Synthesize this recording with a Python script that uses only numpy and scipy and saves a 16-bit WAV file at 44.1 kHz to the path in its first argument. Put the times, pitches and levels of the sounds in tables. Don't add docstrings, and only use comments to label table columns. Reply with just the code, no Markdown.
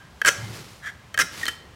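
import sys
import numpy as np
from scipy import signal
from scipy.fft import rfft, irfft
from scipy.io import wavfile
from scipy.ndimage import uniform_filter1d

SR = 44100
rng = np.random.default_rng(int(sys.argv[2]) if len(sys.argv) > 2 else 0)


def persist_wave(psi):
    counts = np.round(np.clip(psi, -1, 1) * 32767).astype(np.int16)
    wavfile.write(sys.argv[1], SR, np.atleast_2d(counts).T)


N = 77175
T = np.arange(N) / SR

# (time [s], relative ring level [dB], tuning [Hz], ring length [factor],
# side mode trim [dB], crack level [dB])
SNAP_HITS = [(0.2160, -5.5, 1664, 0.79, -2.5, -29.5), (0.2484, -4.5, 1615, 1.3, -1.5, -22.5),
             (0.2595, -8, 1670, 0.55, -26, -15.5), (0.859, -21.5, 1754, 1.5, -5, -46),
             (0.8687, -23, 1690, 0.84, -0.5, -56), (0.884, -28, 1630, 1.1, -3, -56),
             (1.1427, -25, 1636, 1.43, 9.5, -31), (1.1760, -7.5, 1684, 0.97, -3, -23),
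             (1.1889, -22, 1566, 0.76, -7, -18), (1.1978, -11, 1668, 1.3, -25, -16.5),
             (1.4126, -28, 1970, 1.1, -19, -40), (1.4310, -13.5, 1888, 1.64, -11, -30),
             (1.455, -21.5, 1700, 0.75, 7.5, -24), (1.4795, -20.5, 1721, 1.85, 3, -26.5)]
# (frequency [Hz], relative level [dB])
CRACK_EQ = [(200, -2.5), (600, -21), (850, -4.5), (1400, -4), (3000, 0.5), (4000, -3), (8000, -2.5),
            (12000, -11), (16000, -12.5)]
SNAP_GAIN_DB, UNITY_TUNING_HZ = 6.5, 1626.4
def snaps():
    out, crack = np.zeros(N + SR), noise(CRACK_EQ)
    for start, ring_db, tuning, length, side_db, crack_db in SNAP_HITS:
        ring, i = lid_ring(tuning / UNITY_TUNING_HZ, length, side_db), int(start * SR)
        out[i:i + len(ring)] += from_db(ring_db + SNAP_GAIN_DB) * ring
        out[:N] += from_db(crack_db) * fade(start, t60=0.019) * crack
    return out[:N]


# (base frequency [Hz], relative level [dB], base t60 [s])
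LID_MODES = [(445, -25, 0.046), (595.5, -15.5, .022), (1299, -10, 0.021), (1613, 0.5, 0.021),
             (1843, -10, 0.025), (2146, -15, 0.02), (2510, -23, 0.033), (3082, -15.5, 0.023),
             (4420, -30, 0.032), (5520, -25.5, 0.02), (6440, -32, 0.02), (7900, -32, 0.011),
             (11170, -30, 0.013)]
SWELL_CYCLES = 4.8
def lid_ring(pitch, length=1, side_db=0):
    out, t = 0, T[:SR // 10]
    main_db = max(db for _, db, _ in LID_MODES)
    for hz, db, t60 in LID_MODES:
        gain = from_db(db + side_db * (db < main_db))
        attack = 1 - np.exp(-t * hz / (SWELL_CYCLES * length))
        decay = np.exp(-np.log(1000) * t / (t60 * length))
        out += gain * attack * decay * np.sin(2 * np.pi * min(hz * pitch, SR / 2) * t)
    return out


def driven_lid(per_s, pitch=1, side_db=0):
    return hold_level(signal.fftconvolve(slips(per_s), lid_ring(pitch, side_db=side_db))[:N])


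# (start [s], length [s], mid-tear lid level [dB], lid ramp [dB],
# mid-tear rasp level [dB], rasp ramp [dB], full squeal level [dB], squeal start [Hz], squeal end [Hz])
TEAR_STROKES = [(0.262, .027, -17, 4.5, -17.5, 9, -21, 8705, 5880),
                (1.189, 0.0304, -20.5, -13, -22, 6, -23, 6000, 5477)]
# (frequency [Hz], relative level [dB])
RASP_EQ = [(40, -36), (130, -12), (280, -8), (520, -4.5), (800, -14.5), (1400, 7), (2100, 4.5),
           (3000, -1.5), (4000, -8), (6500, -4.5), (9500, -9), (16000, -23)]
TEAR_ATTACK_S, SLIPS_PER_S, SQUEAL_WIDTH_HZ, SQUEAL_SLOPE_DB = 0.0024, 2500, 1070, 20
def tears():
    out, body = 0, driven_lid(SLIPS_PER_S)
    rasp = friction(SLIPS_PER_S * 2, RASP_EQ)
    rough = flutter(SQUEAL_WIDTH_HZ / 2, shape=(2, N))
    for start, length, lid_db, lid_ramp, rasp_db, rasp_ramp, squeal_db, from_hz, to_hz in TEAR_STROKES:
        depth = np.clip((T - start) / length, 0, 1)
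        push = np.clip((T - start) / TEAR_ATTACK_S, 0, 1) * release(start + length, t60=0.037)
        phase = 2 * np.pi * np.cumsum(from_hz + (to_hz - from_hz) * depth) / SR
        squeal = hold_level(rough[0] * np.cos(phase) + rough[1] * np.sin(phase))
        out += push * from_db(lid_db + lid_ramp * (depth - .5)) * body
        out += push * from_db(rasp_db + rasp_ramp * (depth - .5)) * rasp
        out += push * from_db(squeal_db + SQUEAL_SLOPE_DB * np.minimum(depth - .7, 0)) * squeal
    return out


# (frequency [Hz], relative level in tear 1 [dB], in tear 2 [dB], t60 [s])
WALL_MODES = [(468, -28.5, -38, 0.049), (570, -28.5, -65, 0.069), (1303, -37, -38, 0.22),
              (1410, -19.5, -25, 0.083), (1564, -20, -36, 0.068), (1590, -38, -44, 0.16),
              (1866, -36, -41, 0.095), (2084, -37, -24.5, 0.11), (2580, -31, -44, 0.22),
              (3055, -26, -42, 0.13), (3260, -26, -38, 0.1), (3880, -35, -34, 0.096),
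              (5740, -44, -33, 0.076), (5910, -29, -45, 0.27), (7800, -37, -43, 0.14)]
WALL_TRIM_DB = -2.5
def wall():
    out = 0
    for (start, length, *_), levels in zip(TEAR_STROKES, np.transpose(WALL_MODES)[1:3]):
        build = np.clip((T - start) / length, 0, 1)
        for (hz, _, _, t60), db in zip(WALL_MODES, levels):
            out += from_db(WALL_TRIM_DB + db) * build * release(start + length, t60) * sine(hz)
    return out


# (frequency [Hz], relative level in flick 1 [dB], in flick 2 [dB], free t60 [s])
BLADE_MODES = [(1875, -40.5, -25, .13), (3066, -28, -19, 0.1), (3110, -34, -37, 0.52),
               (3540, -43, -42, 0.082), (4290, -24, -50, 0.16), (5400, -37, -30.5, 0.054)]
# (time [s], ring gain [dB], share of free t60 [0-1], rasp level [dB], rasp t60 [s])
BLADE_FLICKS = [(1.4657, 2.5, 0.18, -31, 0.03), (1.4823, -0.5, 0.73, -22.5, 0.057)]
def blade():
    out, rasp = 0, friction(SLIPS_PER_S, RASP_EQ)
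    mixes = np.transpose(BLADE_MODES)[1:3]
    for (start, ring_db, share, rasp_db, rasp_t60), levels in zip(BLADE_FLICKS, mixes):
        out += from_db(rasp_db) * fade(start, rasp_t60) * rasp
        for (hz, _, _, t60), db in zip(BLADE_MODES, levels):
            out += from_db(ring_db + db) * fade(start, share * t60) * sine(hz)
    return out


# (time [s], level [dB])
SCRAPE_RIDE = [(.81, -66), (.837, -39.5), (.857, -38.5), (.874, -30.5), (.89, -36), (.903, -38),
               (.915, -51), (.95, -61)]
# (frequency [Hz], relative level [dB])
SCRAPE_EQ = [(100, -29), (900, -28.5), (1300, -4.5), (1950, 3.5), (2600, -21), (3400, -8), (4500, -21.5),
             (7000, -17.5), (16000, -39)]
SCRAPE_SLIPS_PER_S, SCRAPE_RASP_DB = 1500, -4
def scrape():
    body = driven_lid(SCRAPE_SLIPS_PER_S, pitch=1.051, side_db=-5.5)
    rasp = friction(SCRAPE_SLIPS_PER_S * 2, SCRAPE_EQ)
    return ride(SCRAPE_RIDE) * (body + from_db(SCRAPE_RASP_DB) * rasp)


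# (peak time [s], rise [s], fall [s], level [dB])
SLIDE_MOVES = [(0.559, 0.029, 0.048, -40.5), (.48, 0.14, 0.067, -44.5), (0.679, 0.071, 0.1, -48.5),
               (1.345, 0.021, 0.034, -40.5), (1.383, 0.0083, 0.083, -37)]
# (frequency [Hz], relative level [dB])
SLIDE_EQ = [(40, -8), (150, 5), (350, 2.5), (650, -5.5), (1100, 0.5), (2000, -0.5), (5000, -1.5),
            (8000, -7.5), (12000, -12), (16000, -19)]
def slides():
    return swells(SLIDE_MOVES) * colour(slips(per_s=9000), SLIDE_EQ)


# (time [s], level [dB])
RUB_RIDE = [(.35, -79), (.385, -39), (.425, -34.5), (.447, -32), (.48, -40), (.51, -35.5), (.55, -46.5),
            (.67, -54), (.78, -68)]
# (frequency [Hz], relative level [dB])
RUMBLE_EQ = [(30, -16), (60, -11), (110, 6), (200, -3.5), (400, -33), (900, -15), (3000, -61)]
RUB_HZ, RUB_WANDER, RUMBLE_DB = 109, 0.043, -3.5
def rub():
    hz = RUB_HZ * (1 + RUB_WANDER * flutter(cutoff_hz=25))
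    judder = rms_one(np.sin(2 * np.pi * np.cumsum(hz) / SR))
    return ride(RUB_RIDE) * (judder + from_db(RUMBLE_DB) * noise(RUMBLE_EQ))


# (peak time [s], rise [s], fall [s], level [dB])
RUSTLE_MOVES = [(.34, 0.023, 0.12, -49.5), (.56, 0.081, .08, -46), (1.23, 0.013, 0.027, -39.5),
                (1.64, 0.059, 0.084, -52)]
# (frequency [Hz], relative level [dB])
RUSTLE_EQ = [(30, -20), (80, -3), (150, 2.5), (260, -8.5), (380, -1.5), (600, -13), (1500, -25),
             (5000, -51)]
def rustle():
    return swells(RUSTLE_MOVES) * noise(RUSTLE_EQ)


def lingering_lid():
    return from_db(-49.5) * fade(0, t60=0.56) * driven_lid(SLIPS_PER_S)


# (frequency [Hz], t60 [s], level [dB])
REVERB_BANDS = [(200, 0.79, -18), (445, 0.38, -18), (820, 0.66, -7), (1560, 0.47, -22), (2630, 0.95, -16),
                (3700, 0.53, -12.5), (6900, 0.46, -16), (14000, 0.25, -13.5)]
EARLY_DB, PREDELAY_S, TAIL_BUILD_S = -21, 0.017, 0.0083
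def reverb(x):
    hz, t60, db = np.transpose(REVERB_BANDS)
    edges, response = np.geomspace(100, 18000, 10), 0
    build = 1 - np.exp(-T / TAIL_BUILD_S)
    for low, high in zip(edges, edges[1:]):
        log_centre = np.log(low * high) / 2
        gain = from_db(np.interp(log_centre, np.log(hz), db))
        tail = build * fade(PREDELAY_S, np.interp(log_centre, np.log(hz), t60))
        bandpass = signal.butter(2, [low, high], "band", fs=SR, output="sos")
        band = signal.sosfilt(bandpass, rng.standard_normal(N))
        response += gain * band * tail / np.linalg.norm(tail)
    early = fade(0.00067, t60=0.26) * rng.standard_normal(N)
    response += from_db(EARLY_DB) * early / np.linalg.norm(early)
    return signal.fftconvolve(x, response)[:N]


# (frequency [Hz], relative level [dB])
ROOM_TONE_EQ = [(25, -17), (45, -11), (68, 3.5), (115, 0), (160, -3.5), (300, -11.5), (600, -13),
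                (1100, -12.5), (1700, -17.5), (3000, -20), (7000, -28.5), (12000, -36.5), (16000, -40)]
def room_tone():
    return from_db(-49) * noise(ROOM_TONE_EQ)


def slips(per_s, spread_db=4):
    clicks = rng.random(N) < per_s / SR
    return clicks * from_db(spread_db * rng.standard_normal(N)) * rng.choice([-1, 1], N)


def friction(per_s, spectrum):
    return hold_level(colour(slips(per_s), spectrum))


def hold_level(x, window_s=0.0087):
    power = np.abs(uniform_filter1d(x ** 2, int(window_s * SR)))
    return x / np.sqrt(power + 1e-9)


def sine(hz):
    return np.sin(2 * np.pi * (hz * T + rng.random()))


def flutter(cutoff_hz, shape=N):
    lowpass = signal.butter(2, cutoff_hz, fs=SR, output="sos")
    return rms_one(signal.sosfilt(lowpass, rng.standard_normal(shape)))


def noise(spectrum):
    return colour(rng.standard_normal(N), spectrum)


def colour(x, spectrum):
    hz, db = np.transpose(spectrum)
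    bins_hz = np.maximum(np.fft.rfftfreq(N, 1 / SR), 1)
    gain = from_db(np.interp(np.log(bins_hz), np.log(hz), db))
    return rms_one(irfft(rfft(x) * gain, N))


def swells(moves):
    power = 0
    for peak, rise, fall, db in moves:
        width = np.where(T < peak, rise, fall)
        power += (from_db(db) * np.exp(-.5 * ((T - peak) / width) ** 2)) ** 2
    return np.sqrt(power)


def ride(curve):
    times, db = np.transpose(curve)
    return from_db(np.interp(T, times, db, left=-200, right=-200))


def fade(start, t60):
    return (T >= start) * release(start, t60)


def release(start, t60):
    return np.exp(-np.log(1000) * np.maximum(T - start, 0) / t60)


def from_db(db):
    return 10 ** (np.asarray(db) / 20)


def rms_one(x):
    return x / np.sqrt(np.mean(x ** 2) + 1e-20)


def scene():
    metal = snaps() + tears() + wall() + scrape() + slides() + blade()
    linger = lingering_lid()
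    handling = rub() + rustle()
    return (metal + reverb(metal) + handling + linger + room_tone())[None]


def record(dry):
    lowpass = signal.ellip(10, .1, 80, 15800, fs=SR, output="sos")
    return signal.sosfilt(lowpass, np.tanh(dry))


dry = scene()
out = record(dry)
persist_wave(out)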